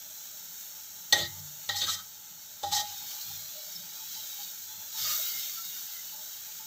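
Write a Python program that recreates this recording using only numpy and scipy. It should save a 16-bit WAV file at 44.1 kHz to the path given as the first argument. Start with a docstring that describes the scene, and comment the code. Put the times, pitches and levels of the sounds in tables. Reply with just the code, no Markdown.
"""Vegetables fry in a steel wok, a short way from a single phone microphone in a small tiled kitchen.
Crackling noise makes the fizz and gurgle of steam bubbles, which flare up when fresh food meets the hot wall.
A steel spatula drags and knocks in three bouts, setting the bowl's modes ringing. Noise through resonances
gives brief soft rings, low from the blade in the food, higher at 5-6 s from gurgling bubbles, and two steam
whistles. Water drops spit as jumps of the fizz, and filtered noise is the faint burner."""
import sys
import numpy as np
from scipy import signal
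from scipy.fft import rfft, irfft
from scipy.io import wavfile
from scipy.ndimage import uniform_filter1d, map_coordinates

SR = 44100
rng = np.random.default_rng(int(sys.argv[2]) if len(sys.argv) > 2 else 0)


def gain_from_db(level_db):
    """Convert decibel levels to linear amplitude factors (20 dB per decade)."""
    decades = np.asarray(level_db, float) / 20
    return 10 ** decades


def put_to_file(sound):
    """Save the sound as 16-bit audio at rate SR, in the file named by the first command-line argument."""
    columns = np.atleast_2d(sound).T  # one column per channel
    safe = np.clip(columns, -1, 1)
    whole_steps = np.round(safe * 32767)
    wavfile.write(sys.argv[1], SR, whole_steps.astype(np.int16))


N = 293706
TIME = np.arange(N) / SR


def level(x, db):
    """Scale to an rms level."""
    return x * gain_from_db(db) / np.sqrt(np.mean(x ** 2))


def band(x, hz, kind, order=2):
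    """Butterworth filter."""
    return signal.sosfilt(signal.butter(order, hz, kind, fs=SR, output="sos"), x)


def colour(x, points):
    """Causal filter through (frequency [Hz], gain [dB]) points, from the cepstrum of the log gain."""
    hz, db = np.transpose(points)
    grid = np.maximum(np.fft.rfftfreq(2048, 1 / SR), 1)
    log_gain = np.interp(np.log(grid), np.log(hz), db) * np.log(10) / 20
    cepstrum = irfft(log_gain)
    # folding the second half onto the first gives minimum phase
    cepstrum[1:1024] *= 2
    cepstrum[1025:] = 0
    response = irfft(np.exp(rfft(cepstrum)))
    return signal.fftconvolve(x, response)[:len(x)]


def ring(x, hz, t60):
    """One mode that swells quickly, then decays; steady noise roughly keeps its level."""
    for t in (t60, 0.06 * t60):  # the slow decay, then the quick swell
        r = np.exp(-np.log(1000) / (t * SR))
        x = signal.lfilter([1 - r, 0, r - 1], [1, -2 * r * np.cos(2 * np.pi * hz / SR), r * r], x)
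    return x / np.sqrt(1 - np.exp(-np.log(1000) / (t60 * SR)))


def walk(rate):
    """Random levels held 1 / rate s and slewed twice; spread near 1."""
    k = int(SR / rate)
    held = np.repeat(rng.standard_normal(N // k + 1), k)
    return 1.58 * uniform_filter1d(uniform_filter1d(held, k), k)[:N]


def crackle(share, spread_db):
    """Clicks on a share of the samples, most small and a few large, at unit rms."""
    size = gain_from_db(spread_db * rng.exponential(size=N)) * rng.standard_normal(N)
    return level(size * (rng.random(N) < share), 0)


def swell(s0, length, attack, release):
    """Rises to 1, holds for the length, dies away; all times in s."""
    after = TIME - s0
    return np.exp(np.minimum(after, 0) / attack - np.maximum(after - length, 0) / release)


def frying():
    """Tiny bubbles fizz; larger wet ones gurgle in narrow patches and shake the bowl."""
    # heat of the frying: (time [s], fizz level [dB], wet gurgle level [dB above the fizz])
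    heat = [(0, -48.5, -12), (1.1, -48.5, -17), (1.9, -49, -10.5), (2.0, -50.5, -11.5), (2.7, -51, -9),
            (2.9, -46.5, 0), (3.15, -45.5, -4.5), (3.6, -48, -3.5), (4.02, -47, -6.5), (4.15, -45.5, -2.5),
            (4.6, -47.5, -8), (4.91, -47.5, -8), (5.0, -39, 0.5), (5.1, -37.5, 0), (5.2, -40, -2),
            (5.4, -43, 0.5), (5.8, -45.5, -5), (6.2, -47.5, -9), (6.66, -47.5, -8.5)]
    simmer_db = -49
    fine_lag_s = 0.15
    s, fizz_points, wet_points = np.transpose(heat)
    fizz_db, wet_db = np.interp(TIME, s, fizz_points), np.interp(TIME, s, wet_points)
    # the finest fizz and the deep gurgle gain on the fizz as the heat grows, the former a little late
    fine_db = 5 + 0.52 * (np.interp(TIME - fine_lag_s, s, fizz_points) - simmer_db)
    deep_db = -16 + 0.49 * (fizz_db - simmer_db)
    fizz = tiny_bubbles(fine_db)
    bubbles = crackle(0.3, 1.94)
    gurgle = wet_bubbles(bubbles, deep_db, wet_db)
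    # bubbles leave the four lowest families still
    still = np.zeros(N)
    deep_force, wet_force = bubbles * gain_from_db(deep_db - 15), bubbles * gain_from_db(wet_db - 17.5)
    shaken = wok([still] * 4 + [deep_force] * 2 + [wet_force], unsteady_db=3.44)
    simmering = gain_from_db(fizz_db + 0.38 * walk(20)) * (bowl_echo(fizz + gurgle) + shaken)
    return simmering + spits(fizz)


def tiny_bubbles(fine_db):
    """Dense small bursts fizz; the finest, in the top treble, have a level of their own."""
    # colour of the fizz: (frequency [Hz], relative gain [dB])
    fizz_colour = [(600, -39.5), (1000, -32), (1460, -7), (2500, -18.5), (3450, -6), (4400, -5),
                   (5080, -15), (5350, -1), (6800, 2), (8000, -5.5), (9200, -18.5), (11300, -13),
                   (12600, -3), (14000, 6), (15600, 3.5)]
    split_hz = 9500
    fizz = colour(crackle(0.54, 0.79), fizz_colour)
    coarse = level(band(fizz, split_hz, "low", order=4), 0)
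    fine = level(band(fizz, split_hz, "high", order=4), 0)
    return coarse + gain_from_db(fine_db) * fine


def wet_bubbles(bubbles, deep_db, wet_db):
    """Larger bubbles gurgle; each narrow slice of the spectrum comes and goes on its own."""
    # colour of the gurgle: (frequency [Hz], relative gain [dB])
    gurgle_colour = [(150, -46.5), (250, -23.5), (529, -21.5), (623, -8), (714, -27.5), (951, -23.5),
                     (1250, -9.5), (1990, -21), (2130, -9), (2370, -10.5), (3930, 6.5), (6500, 1.5),
                     (8450, -30), (14300, -120)]
    edges = np.arange(240, 6600, 110)  # Hz
    patches = np.zeros(N)
    for low, high in zip(edges, edges[1:]):
        patches += gain_from_db(6.3 * np.tanh(walk(16))) * band(bubbles, [low, high], "band")
    patches = colour(patches, gurgle_colour)
    deep = level(band(patches, 2340, "low", order=4), 0)
    wet = level(band(patches, 2160, "high", order=4), 0)
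    return gain_from_db(deep_db) * deep + gain_from_db(wet_db) * wet


def bowl_echo(x):
    """The far wall of the bowl sends the mid treble back a moment later; the path shifts as the food moves."""
    echo_ms, echo_share = 1.302, 0.38
    lag = echo_ms * (1 + 0.029 * walk(5)) * SR / 1000  # samples
    mid_treble = signal.filtfilt(*signal.butter(1, [2800, 6200], "band", fs=SR), x)
    late = map_coordinates(mid_treble, [np.arange(N) - lag], order=3)
    return x + echo_share * late


def spits(fizz):
    """Drops of water spit out of the oil: the fizz jumps up for a few milliseconds."""
    # spitting drops: (time [s], level [dB before the 0.3 share])
    drops = [(0.609, -30.5), (5.3944, -36), (5.5084, -40), (5.6504, -33)]
    burst = np.zeros(N)
    for s0, db in drops:
        # the peak comes 2 ms after the listed time
        burst += gain_from_db(db) * np.exp(-np.abs(TIME - s0 - 0.002) / 0.0012)
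    return 0.3 * burst * fizz


def wok(forces, unsteady_db):
    """The bowl's modes, each family driven by its own force; the moving contact wakes each mode unevenly."""
    # modes of the steel bowl: (frequency [Hz], gain [dB], decay t60 [s])
    modes = [(92.5, 1, 0.24), (147.6, -7, 0.56), (341.3, -18.5, 0.21), (438, -22, 0.095),
             (527, -10.5, 0.045), (590, -10.5, 0.15), (671, -16, 0.12), (809.7, -5.5, 0.14),
             (831.6, -8, 0.38), (1240, -15, 0.068), (1287, -11, 0.13), (1490, -18.5, 0.076),
             (1573, -18, 0.095), (1720, -18, 0.048), (1868.5, -7, 0.14), (1900, -4, 0.11),
             (2070, -17, 0.39), (3158, -9.5, 0.2), (3580, -3, 0.033), (3783, -1, 0.063), (3970, -2, 0.078),
             (4100, -10, 0.031), (4230, -4, 0.041), (4710, -11, 0.06), (5300, -10, 0.057),
             (6130, -6, 0.059), (6054, -11, 0.022), (6440, -25, 0.1), (6790, -11, 0.036),
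             (7853, -14, 0.032)]
    # upper edges of the groups of modes that wake together [Hz]; one more group lies above the last
    family_top_hz = [120, 250, 720, 1000, 1700, 2600]
    out = np.zeros(N)
    for hz, db, t60 in modes:
        force = forces[np.searchsorted(family_top_hz, hz)]
        out += gain_from_db(db) * ring(force * gain_from_db(unsteady_db * walk(24.92)), hz, t60)
    return out


def spatula():
    """Knocks and a rough drag drive the bowl; the blade itself rasps."""
    # low mode families: (frequency [Hz], force that any drag gives them [dB re the drag])
    family_table = [(600, -23.5), (830, -28.5), (1250, -13.5), (1900, -21)]
    family_hz, family_db = np.transpose(family_table)
    drag, bright, families = strokes(family_hz)
    families += np.outer(gain_from_db(family_db), drag)
    blow, struck = knocks(family_hz)
    families += struck
    grit = crackle(0.3, 1.96) * gain_from_db(2.16 * walk(60))
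    high_force = gain_from_db(-10.5) * drag + gain_from_db(-7) * blow
    ringing = wok([*(grit * rocking()), *(grit * families), grit * high_force], unsteady_db=2.0)
    return ringing + blade_rasp(drag, bright, blow)


def strokes(family_hz):
    """Envelopes of the blade dragged on steel; each stroke also makes the nearest mode family sing."""
    # strokes: (time [s], length [s], drag force [dB], rasp treble [dB above the usual],
    # family that sings [Hz], its force [dB])
    stroke_table = [(1.139, 0.038, -29.5, 0.5, 600, -29.5), (1.142, .025, -37, -3, 1900, -29.5),
                    (1.185, 0.025, -27, -0.5, 600, -39.5), (1.224, 0.031, -37, -5, 1900, -45),
                    (1.7, 0.06, -37.5, -7, 830, -45.5), (1.763, 0.036, -33.5, 6, 1900, -49),
                    (1.816, 0.035, -28, -3, 600, -45.5), (1.869, 0.029, -30.5, 1.5, 1250, -33.5),
                    (1.903, 0.044, -29, 3, 1250, -54), (1.97, 0.033, -44.5, 1, 1250, -46.5),
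                    (2.631, 0.067, -41, 3, 830, -48), (2.721, 0.091, -29, 3, 830, -35.5),
                    (2.734, 0.032, -37.5, 7, 1900, -47.5)]
    drag, bright, families = np.zeros(N), np.zeros(N), np.zeros((len(family_hz), N))
    for s0, length, db, treble_db, hz, ring_db in stroke_table:
        shape = swell(s0, length, attack=0.006, release=0.011)
        drag += gain_from_db(db) * shape
        bright += gain_from_db(db + treble_db) * shape
        families[np.argmin(np.abs(family_hz - hz))] += gain_from_db(ring_db) * shape
    return drag, bright, families


def knocks(family_hz):
    """The blade edge strikes the bowl and chatters briefly; modes far from the favoured pitch wake less."""
    # knocks: (time [s], force [dB], chatter [ms], low modes [dB above the force], favoured pitch [Hz])
    knock_table = [(1.1249, -10, 3.9, -10.5, 1840), (1.69, -24.5, 3.6, -2, 1900),
                   (1.766, -32.5, 2, -21, 1900), (1.809, -32.5, 2, -15, 1500),
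                   (2.632, -31.5, 5.5, 6.5, 1210)]
    below_db, above_db = 5.5, 28  # fall per octave on either side of the favoured pitch
    blow, families = np.zeros(N), np.zeros((len(family_hz), N))
    for s0, db, chatter_ms, low_db, hz in knock_table:
        burst = gain_from_db(db) * swell(s0, chatter_ms / 1000, attack=0.0003, release=0.0042)
        blow += burst
        octaves = np.log2(family_hz / hz)
        fall_db = np.maximum(above_db * octaves, -below_db * octaves)
        families += np.outer(gain_from_db(low_db - fall_db), burst)
    return blow, families


def rocking():
    """The bowl rocks on its stand after a shove, and trembles faintly throughout."""
    # rocks: (time [s], length [s], lower mode force [dB], upper mode force [dB])
    rock_table = [(1.145, 0.065, -41.5, -37.5), (1.27, 0.14, -55.5, -49.5), (1.69, 0.042, -51, -72),
                  (1.824, 0.063, -50.5, -60), (2.635, 0.068, -46.5, -48), (2.747, 0.12, -57.5, -68),
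                  (3.27, 0.045, -62, -61), (4.754, .04, -69, -65), (4.99, 0.033, -69, -57),
                  (5.31, 0.037, -72, -69)]
    rock = gain_from_db(-81 + 3 * np.array([walk(6.3), walk(8)]))
    for s0, length, *dbs in rock_table:
        rock += np.outer(gain_from_db(dbs), swell(s0, length, attack=0.013, release=0.037))
    return rock


def blade_rasp(drag, bright, blow):
    """Dense grit rasps under the blade, its treble following an envelope of its own."""
    # colour of the rasp: (frequency [Hz], relative gain [dB])
    rasp_colour = [(1350, -91), (2300, -18), (2740, -20), (3120, -4.5), (3960, 3.5), (4640, 2), (7930, -12),
                   (9300, -33), (11400, -28), (13900, -15), (15500, -23.5)]
    treble_hz = 4600
    rasp = level(colour(crackle(0.65, 0.46), rasp_colour), 0)
    dull, sharp = band(rasp, treble_hz, "low"), band(rasp, treble_hz, "high")
    return dull * (gain_from_db(3.0) * drag + blow) + sharp * (gain_from_db(1.64) * bright + gain_from_db(-2) * blow)


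def brief_notes(table, t60):
    """Each row drives one resonance with noise so that it sings for a moment."""
    out, noise = np.zeros(N), rng.standard_normal(N)
    for s0, db, hz, length in table:
        a, b = int(s0 * SR), int((s0 + length + 0.15) * SR)
        after = TIME[a:b] - s0
        out[a:b] += gain_from_db(db) * ring(noise[a:b] * (after < length), hz, t60)
    return out


def soft_rings():
    """Brief soft rings: low ones as the blade pushes the food, higher ones at 5-6 s from gurgling bubbles."""
    # soft rings: (time [s], drive level [dB], ringing mode [Hz], length [s])
    ring_table = [(2.814, -45, 634, 0.015), (2.897, -57, 795, .05), (3.0, -54, 840, 0.053),
                  (3.097, -57.5, 833, 0.088), (3.28, -57.5, 823, 0.043), (3.536, -59, 608, 0.16),
                  (3.987, -58, 864, 0.039), (4.158, -56, 873, 0.025), (4.382, -55, 818, 0.032),
                  (4.68, -62.5, 870, 0.18), (4.944, -55.5, 865, 0.05), (5.045, -48, 1228, 0.096),
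                  (5.035, -54, 1890, 0.11), (5.183, -51, 620, 0.019), (5.21, -53.5, 2125, 0.17),
                  (5.37, -55, 2110, 0.13), (5.552, -55, 1354, 0.05), (5.747, -54, 1464, 0.025),
                  (5.927, -58, 2045, 0.068), (6.116, -61.5, 866, 0.084), (6.461, -61, 853, 0.033),
                  (6.59, -58, 868, 0.034)]
    return brief_notes(ring_table, t60=0.089)


def whistles():
    """Steam whistles out of a pocket in the food: noise through a high, short resonance."""
    # whistles: (time [s], drive level [dB], pitch [Hz], length [s])
    whistle_table = [(3.715, -46, 5840, 0.013), (3.75, -41, 5320, .015)]
    return brief_notes(whistle_table, t60=0.024)


def burner():
    """Low flame roar; the air under the bowl hums unsteadily on a few notes."""
    # colour of the roar: (frequency [Hz], relative gain [dB])
    roar_colour = [(15, -43), (25, 1.5), (176, -6.5), (233, -7.5), (444, -8.5), (608, -12), (729, -14),
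                   (846, 7), (1030, -16.5), (1300, -4), (1690, -26), (2860, -120)]
    # notes of the air under the bowl: (frequency [Hz], width [Hz], level [dB before the 5 dB cut])
    flame_tones = [(173.5, 26, -2), (614.6, 44, -6.5), (883, 51, -5)]
    burner_db, waver_db = -63.5, 3.5
    roar = level(colour(rng.standard_normal(N), roar_colour), -2.7)
    notes = np.zeros(N)
    for hz, width, db in flame_tones:
        breath = rng.standard_normal(N) * gain_from_db(waver_db * walk(11))
        notes += level(ring(breath, hz, 3.4 / width), db - 5)
    return gain_from_db(burner_db) * (roar * gain_from_db(0.5 * walk(5.9)) + notes)


def room_tail(x):
    """The tiled walls return a short tail: noise that decays after a 4 ms gap."""
    t60_s, tail_db = 0.2, -12.5
    t = TIME[:SR // 2]
    tail = rng.standard_normal(len(t)) * np.exp(-np.log(1000) * t / t60_s) * (t > 0.004)
    tail *= gain_from_db(tail_db) / np.sqrt(np.sum(tail ** 2))
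    return signal.fftconvolve(x, tail)[:N]


def scene():
    """The wok's sounds with their room tail, over the burner; one microphone feeds both channels."""
    pan = frying() + spatula() + soft_rings() + whistles()
    mono = pan + room_tail(pan) + burner()
    return np.array([mono, mono])


def top_cut(x):
    """Nothing passes above the cut-off."""
    return signal.sosfilt(signal.butter(12, 16820, fs=SR, output="sos"), x)


def record(dry):
    """The phone cuts the deep bass and the top."""
    low_hz, top_hz = 70, 15520
    no_bass = band(dry, low_hz, "high")
    mix = signal.sosfilt(signal.ellip(10, 0.2, 70, top_hz, fs=SR, output="sos"), no_bass)
    return top_cut(mix)


dry = scene()
out = record(dry)
put_to_file(out)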